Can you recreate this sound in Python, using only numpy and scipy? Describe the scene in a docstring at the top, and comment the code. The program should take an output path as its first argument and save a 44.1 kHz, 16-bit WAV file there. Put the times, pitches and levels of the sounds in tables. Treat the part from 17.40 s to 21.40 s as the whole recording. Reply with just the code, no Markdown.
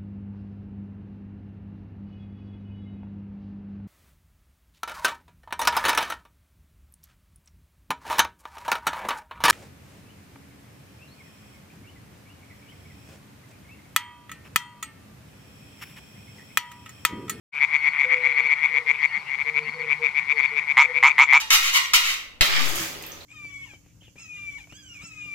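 """Tree frogs at a night pond. Each croak is a quick run of pulses ringing the vocal sac, rising in pitch.
Neighbours on the left take turns with swelling croaks over a far chorus; near the end a close frog joins,
loud enough to crackle the microphone. Reeds and banks scatter the calls. Soft hoots and thin chirps come
from far away, and two soft bumps and a faint drone sound in the night air."""
import sys
import numpy as np
from scipy import signal
from scipy.fft import rfft, irfft
from scipy.io import wavfile
from scipy.ndimage import uniform_filter1d, minimum_filter1d

SR = 44100
rng = np.random.default_rng(int(sys.argv[2]) if len(sys.argv) > 2 else 0)


def pcm_store(signal):
    """Save signal as 16-bit PCM."""
    levels = np.round(np.clip(np.atleast_2d(signal), -1, 1) * 32767)
    wavfile.write(sys.argv[1], SR, levels.astype(np.int16).T)


N = 176400
T = np.arange(N) / SR

JITTER_S = .00015   # pulse timing, all frogs
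# Pulse of the neighbours and the far chorus.
PULSE_S = (.0017, .0008, .0013)   # attack, hold, decay
RASP_DB = -26.5
# Its rasp spectrum. Each row: frequency in Hz, relative level in dB.
RASP_SPECTRUM = [(950, -3.5), (1600, 3.5), (3000, -3.5), (4500, -14), (7000, -29), (8500, -34),
                 (16000, -35)]


def from_db(db):
    """Decibels to gain."""
    return 10 ** (np.asarray(db) / 20)


def add(out, s, x):
    """Mix x into out from time s on."""
    i = int(round(s * SR))
    a, b = max(i, 0), min(i + x.shape[-1], N)
    if b > a:
        out[..., a:b] += x[..., a - i:b - i]


def at_hz(points, hz):
    """Read a table on a log-frequency axis."""
    knots_hz, values = np.transpose(points)
    return np.interp(np.log(hz + 1), np.log(knots_hz), values)


def ramp(x):
    """Smooth step from 0 to 1."""
    return np.sin(np.pi / 2 * np.clip(x, 0, 1)) ** 2


def noise(spectrum):
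    """Stereo noise of rms 1, coloured by rows of Hz, dB."""
    # Stereo likeness. Each row: frequency in Hz, left-right correlation.
    likeness = [(30, 0.55), (400, 0.63), (2500, 0.21), (12000, 0.26)]
    hz = np.arange(N // 2 + 1) * SR / N
    mid, side = rfft(rng.standard_normal((2, N))) * from_db(at_hz(spectrum, hz))
    alike = at_hz(likeness, hz)
    x = irfft(np.sqrt(1 + alike) * mid + np.sqrt(1 - alike) * side * [[1], [-1]], N)
    return x / x.std()


def tones(rows, attack_s, release_s, sag_hz_per_s=0, waver=0):
    """Soft, nearly pure notes; optional pitch sag and level waver."""
    out = np.zeros(N)
    for s, length_s, hz, db in rows:
        t = T[:int(length_s * SR)]
        unsteady = 1 + waver * np.interp(t, np.linspace(0, 1, 40), rng.standard_normal(40))
        envelope = ramp(t / attack_s) * ramp((length_s - t) / release_s) * unsteady
        add(out, s, from_db(db) * envelope * np.sin(2 * np.pi * (hz - sag_hz_per_s * t / 2) * t))
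    return out


def night_air(level_db=-45.5):
    """Air and the farthest calls, blurred into steady noise."""
    # Each row: frequency in Hz, relative level in dB.
    air_spectrum = [(25, -28.5), (65, -0.5), (180, 2.5), (300, -17.5), (420, -3.5), (620, -8.5), (950, 8.5),
                    (1600, -4.5), (2200, 0), (3000, -8), (4500, -9), (6500, -17.5), (9000, -22.5),
                    (16000, -35.5)]
    return from_db(level_db) * noise(air_spectrum)


def bumps_and_drone():
    """Two soft low bumps and a faint drone."""
    # Each row: start in seconds, length in seconds, pitch in Hz, gain in dB.
    low_notes = [(1.75, 0.055, 202, -36), (2.06, 0.59, 152.3, -50.5), (2.26, 0.059, 227, -37.5)]
    return tones(low_notes, attack_s=.06, release_s=.042, waver=.1)


def thin_chirps(period_s=.055, length_s=.038):
    """Something small, far away: runs of falling chirps."""
    # Each row: start in seconds, chirp count, starting pitch in Hz, level in dB.
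    runs = [(0.378, 3, 4600, -50.5), (.81, 3, 4230, -52.5), (0.951, 4, 4520, -50), (1.613, 4, 4630, -49.5),
            (2.03, 4, 4310, -57), (2.226, 4, 4600, -49), (2.569, 6, 4320, -59), (2.954, 3, 4630, -48)]
    chirps = [(s + period_s * k, length_s, hz, db) for s, count, hz, db in runs for k in range(count)]
    return tones(chirps, attack_s=.0071, release_s=.01, sag_hz_per_s=10000)


def distant_hoots():
    """Soft, wavering hoots sound in the distance."""
    # Each row: start in seconds, length in seconds, starting pitch in Hz, level in dB.
    hoots = [(.63, 0.3, 507, -36), (.72, 0.44, 494, -50), (1.28, 0.29, 490, -47), (1.3, 0.32, 464, -52),
             (2.04, 0.3, 465, -45), (2.33, 0.19, 494, -42.5), (2.36, 0.2, 466.4, -42.5),
             (2.58, 0.13, 473, -38.5), (2.9, 0.16, 455, -45.5), (3.1, 0.13, 446, -45.5),
             (3.43, 0.23, 501, -37)]
    return tones(hoots, attack_s=.039, release_s=.094, sag_hz_per_s=50, waver=.36)


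def with_banks(x, scatter_db, t60_s=.14, onset_s=.0059, width=.29):
    """x plus diffuse scatter from reeds and banks, a little different at each ear."""
    t = T[:SR // 2]
    mid, side = rng.standard_normal((2, len(t))) * from_db(-60 * t / t60_s) * ramp(t / onset_s)
    tail = mid + width * side * [[1], [-1]]
    tail /= np.sqrt((tail ** 2).sum(axis=1, keepdims=True))
    return x + from_db(scatter_db) * signal.fftconvolve(x, tail, axes=1)[:, :N]


def vocal_sac(pulses, shape_s, partials, rasp_spectrum, rasp_db):
    """Each pulse rings the sac and lets out a little rasp; the small sac radiates no lows."""
    full_effort_hz, low_edge_hz = 2250, 857
    left_lead_s, weak_pan_share = .00004, .63
    attack_s, hold_s, decay_s = shape_s
    t = T[:SR // 60]
    envelope = ramp(t / attack_s) * np.exp(-np.maximum(t - attack_s - hold_s, 0) / decay_s)
    ratio, partial_db = np.transpose(partials)
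    weak = partial_db < partial_db.max()
    low = ratio < ratio.max() / 3
    ring, flow = np.zeros((2, N)), np.zeros(N)
    for s, db, hz, pan_db in pulses:
        left = from_db(db + partial_db + 2 * rng.standard_normal(len(weak)) * weak)
        right = left * from_db(-pan_db * np.where(weak, weak_pan_share, 1))
        partial_hz = hz * ratio * np.where(low, hz / full_effort_hz, 1)   # low partials glide further
        omega = 2 * np.pi * partial_hz[:, None]
        right_t = t - left_lead_s * (pan_db > 2)
        add(ring, s, envelope * np.array([left @ np.sin(omega * t), right @ np.sin(omega * right_t)]))
        add(flow, s, from_db(db) * envelope)
    rasp = from_db(rasp_db) * flow * noise(rasp_spectrum)
    radiation = signal.butter(8, low_edge_hz, "high", fs=SR, output="sos")
    return signal.sosfilt(radiation, ring + rasp)


def hiss_sweep(ends, hiss_db):
    """A thin band of hiss sweeps upward with each croak and levels off; ends are rows of s, dB."""
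    from_hz, to_hz, width_hz = 3600, 6820, 1400
    length_s, overhang_s = .054, .012
    progress = T[:int(length_s * SR)] / length_s
    hz = to_hz - (to_hz - from_hz) * (1 - progress) ** 2.1
    sweep = np.sqrt(np.sin(np.pi * progress)) * np.cos(2 * np.pi * np.cumsum(hz) / SR)
    white = noise([(1, 0), (SR / 2, 0)])
    rough = signal.sosfilt(signal.butter(2, width_hz / 2, fs=SR, output="sos"), white)
    out = np.zeros((2, N))
    for s, db in ends:
        add(out, s + overhang_s - length_s, from_db(db + hiss_db) * sweep)
    return out * rough / rough.std()


def croak(end_s, db, hz, pan_db, count=9):
    """Pulse rows that swell and rise in pitch until end_s; one weak pulse more as the sac relaxes."""
    gap_s, swell_db, glide_share, after_pulse_db = .0069, 14, .038, -18
    k = np.arange(count) - 1   # counts back from the last strong pulse; -1 is the after-pulse
    early = np.maximum(k, 0) / k[-1]
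    jitter = rng.standard_normal((3, count))
    times_s = end_s - PULSE_S[0] - gap_s * k + JITTER_S * jitter[0]
    levels_db = db - swell_db * early ** 2.64 + after_pulse_db * (k < 0) + .5 * jitter[1]
    pitches_hz = hz * (1 - glide_share * early + .0024 * jitter[2])
    return np.transpose([times_s, levels_db, pitches_hz, np.full(count, pan_db)])


def far_chorus(croaks_per_s=22, pitch_hz=2230, spread_hz=67, pan_db=8):
    """Many frogs across the pond, scattered in time, level, pitch and direction."""
    # Croak level over time. Each row: time in seconds, level in dB.
    level_curve = [(0, -27), (.6, -20.5), (1.5, -25), (1.8, -29.5), (2.4, -31.5), (3.2, -27.5), (4, -26)]
    # Sac partials. Each row: multiple of the pitch, level in dB.
    partials = [(0.422, -19), (.5, -17.5), (.64, -16.5), (1.001, 4.5), (1.3, -20.5), (1.55, -25.5)]
    pulses = []
    for s in np.arange(0, N / SR + .1, 1 / croaks_per_s):
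        late_s, off_db, off_hz, off_pan_db = rng.standard_normal(4) * [.015, 2, spread_hz, 2]
        db = np.interp(s, *np.transpose(level_curve))
        pulses.extend(croak(s + late_s, db + off_db, pitch_hz + off_hz, pan_db + off_pan_db))
    return with_banks(vocal_sac(pulses, PULSE_S, partials, RASP_SPECTRUM, RASP_DB), scatter_db=-5.5)


def neighbours():
    """A few frogs take turns a little way off to the left."""
    # Each row: last strong pulse in seconds, level in dB, final pitch in Hz.
    croaks = [ (.248, -3.5, 2254), (0.318, -20.5, 2240), (.364, -5, 2250), (.447, -15, 2230),
              (0.486, -6, 2217), (.618, -6, 2250), (.654, -10.5, 2250), (0.743, -5.5, 2210),
              (.781, -16, 2280), (.850, -20, 2180), (.872, -6.5, 2225), (.925, -11.5, 2214),
              (1.005, -5.5, 2230), (1.050, -27.5, 2110), (1.072, -9.5, 2267), (1.136, -5, 2230),
              (1.205, -17.5, 2150), (1.259, -5.5, 2253), (1.342, -14.5, 2155), (1.384, -5.5, 2227),
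              (1.513, -4, 2228), (1.624, -15, 2164), (1.658, -5, 2215), (1.715, -37, 2840),
              (1.776, -12, 2175), (1.894, -31, 2780), (1.917, -17, 2180), (1.954, -13, 2215),
              (2.022, -11, 2250), (2.097, -11.5, 2230), (2.191, -7.5, 2310), (2.284, -31, 2700),
              (2.295, -16.5, 2150), (2.425, -16.5, 2182), (2.530, -7, 2304), (2.553, -20, 2135),
              (2.668, -7, 2310), (2.690, -17, 2200), (2.795, -6.5, 2294), (2.830, -19, 2130),
              (2.925, -6.5, 2314), (3.008, -6.5, 2215), (3.059, -7, 2286), (3.095, -18, 2180),
              (3.195, -7, 2320), (3.228, -20.5, 2110), (3.321, -7, 2285), (3.457, -7, 2277),
              (3.520, -19.5, 2100), (3.585, -7, 2296), (3.717, -7.5, 2333), (3.924, -3, 2220)]
    # Direction. Each row: time in seconds, left minus right in dB.
    pan_curve = [(1, 10), (2.2, 14)]
    # Sac partials. Each row: multiple of the pitch, level in dB.
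    partials = [(0.434, -23), (0.51, -27.5), (0.999, 0), (1.55, -31), (1.999, -37)]
    pulses = np.vstack([croak(s, db, hz, np.interp(s, *np.transpose(pan_curve))) for s, db, hz in croaks])
    voice = vocal_sac(pulses, PULSE_S, partials, RASP_SPECTRUM, RASP_DB)
    hiss = hiss_sweep([(s, db) for s, db, _ in croaks], hiss_db=-46)
    return with_banks(voice + hiss, scatter_db=-14)


def close_frog():
    """Loud, hard pulses scoop up in pitch, then crowd; early ones crackle with microphone overload."""
    # Each row: first pulse in seconds, level in dB, pitch approached in Hz, pulse count.
    croaks = [(3.37, -2, 2282, 9), (3.6278, -1.5, 2280, 9), (3.7814, -1, 2292, 9), (3.9260, -1.5, 2340, 8)]
    # Sac partials. Each row: multiple of the pitch, level in dB.
    partials = [(0.453, -12), (0.536, -12.5), (1.001, -1.5), (1.52, -22.5), (2, -34.5)]
    # Each row: frequency in Hz, relative level in dB.
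    rasp_spectrum = [(900, 18.5), (1600, -26), (3000, -19), (4500, -12), (7000, -0.5), (8500, -24.5),
                     (16000, -21.5)]
    shape_s = (.00037, .0012, .0024)   # attack, hold, decay
    gap_s, hurry_share, scoop_share, scoop_pulses = .0077, .27, .1, 3
    first_db, fade_db, pan_db = -2.5, -6.5, .5
    crackle_db, crackle_step_db, crackle_decay_s = -19, -5, .0005
    burst = np.exp(-T[:SR // 100] / crackle_decay_s)
    pulses, ends, crackle_envelope = [], [], np.zeros(N)
    for start_s, db, hz, count in croaks:
        k = np.arange(count)
        late = k / k[-1]
        gaps_s = gap_s * (1 - hurry_share * late ** 3) + JITTER_S * rng.standard_normal(count)
        times_s = start_s + np.cumsum(gaps_s) - gaps_s[0]
        levels_db = db + first_db * (k == 0) + fade_db * late ** 3
        pitches_hz = hz * (1 - scoop_share * np.exp(-k / scoop_pulses))
        pulses += [(*row, pan_db) for row in zip(times_s, levels_db, pitches_hz)]
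        ends.append((times_s[-1], db))
        for i, s in enumerate(times_s[1:]):   # overload as noise bursts, from the second pulse on
            add(crackle_envelope, s + shape_s[0], from_db(crackle_db + crackle_step_db * i) * burst)
    voice = vocal_sac(pulses, shape_s, partials, rasp_spectrum, rasp_db=-18)
    crackle = crackle_envelope * noise([(400, -2), (3000, -1.5), (16000, -18.5)])
    return with_banks(voice + crackle + hiss_sweep(ends, hiss_db=-31.5), scatter_db=-10.5)


def scene():
    """The whole pond."""
    frogs = close_frog() + neighbours() + far_chorus()
    return frogs + distant_hoots() + bumps_and_drone() + thin_chirps() + night_air()


def record(dry):
    """Quick fade-in, peak limiter, steep treble cut."""
    start_s, fade_s, limiter_s, stopband_hz = .119, .034, .002, 16400
    x = dry * ramp((T - start_s) / fade_s)
    window = int(limiter_s * SR)
    needed_gain = 1 / np.maximum(abs(x).max(axis=0), 1)
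    gain = uniform_filter1d(minimum_filter1d(needed_gain, window), window)
    return signal.sosfiltfilt(signal.cheby2(16, 50, stopband_hz, fs=SR, output="sos"), gain * x)


dry = scene()
out = record(dry)
pcm_store(out)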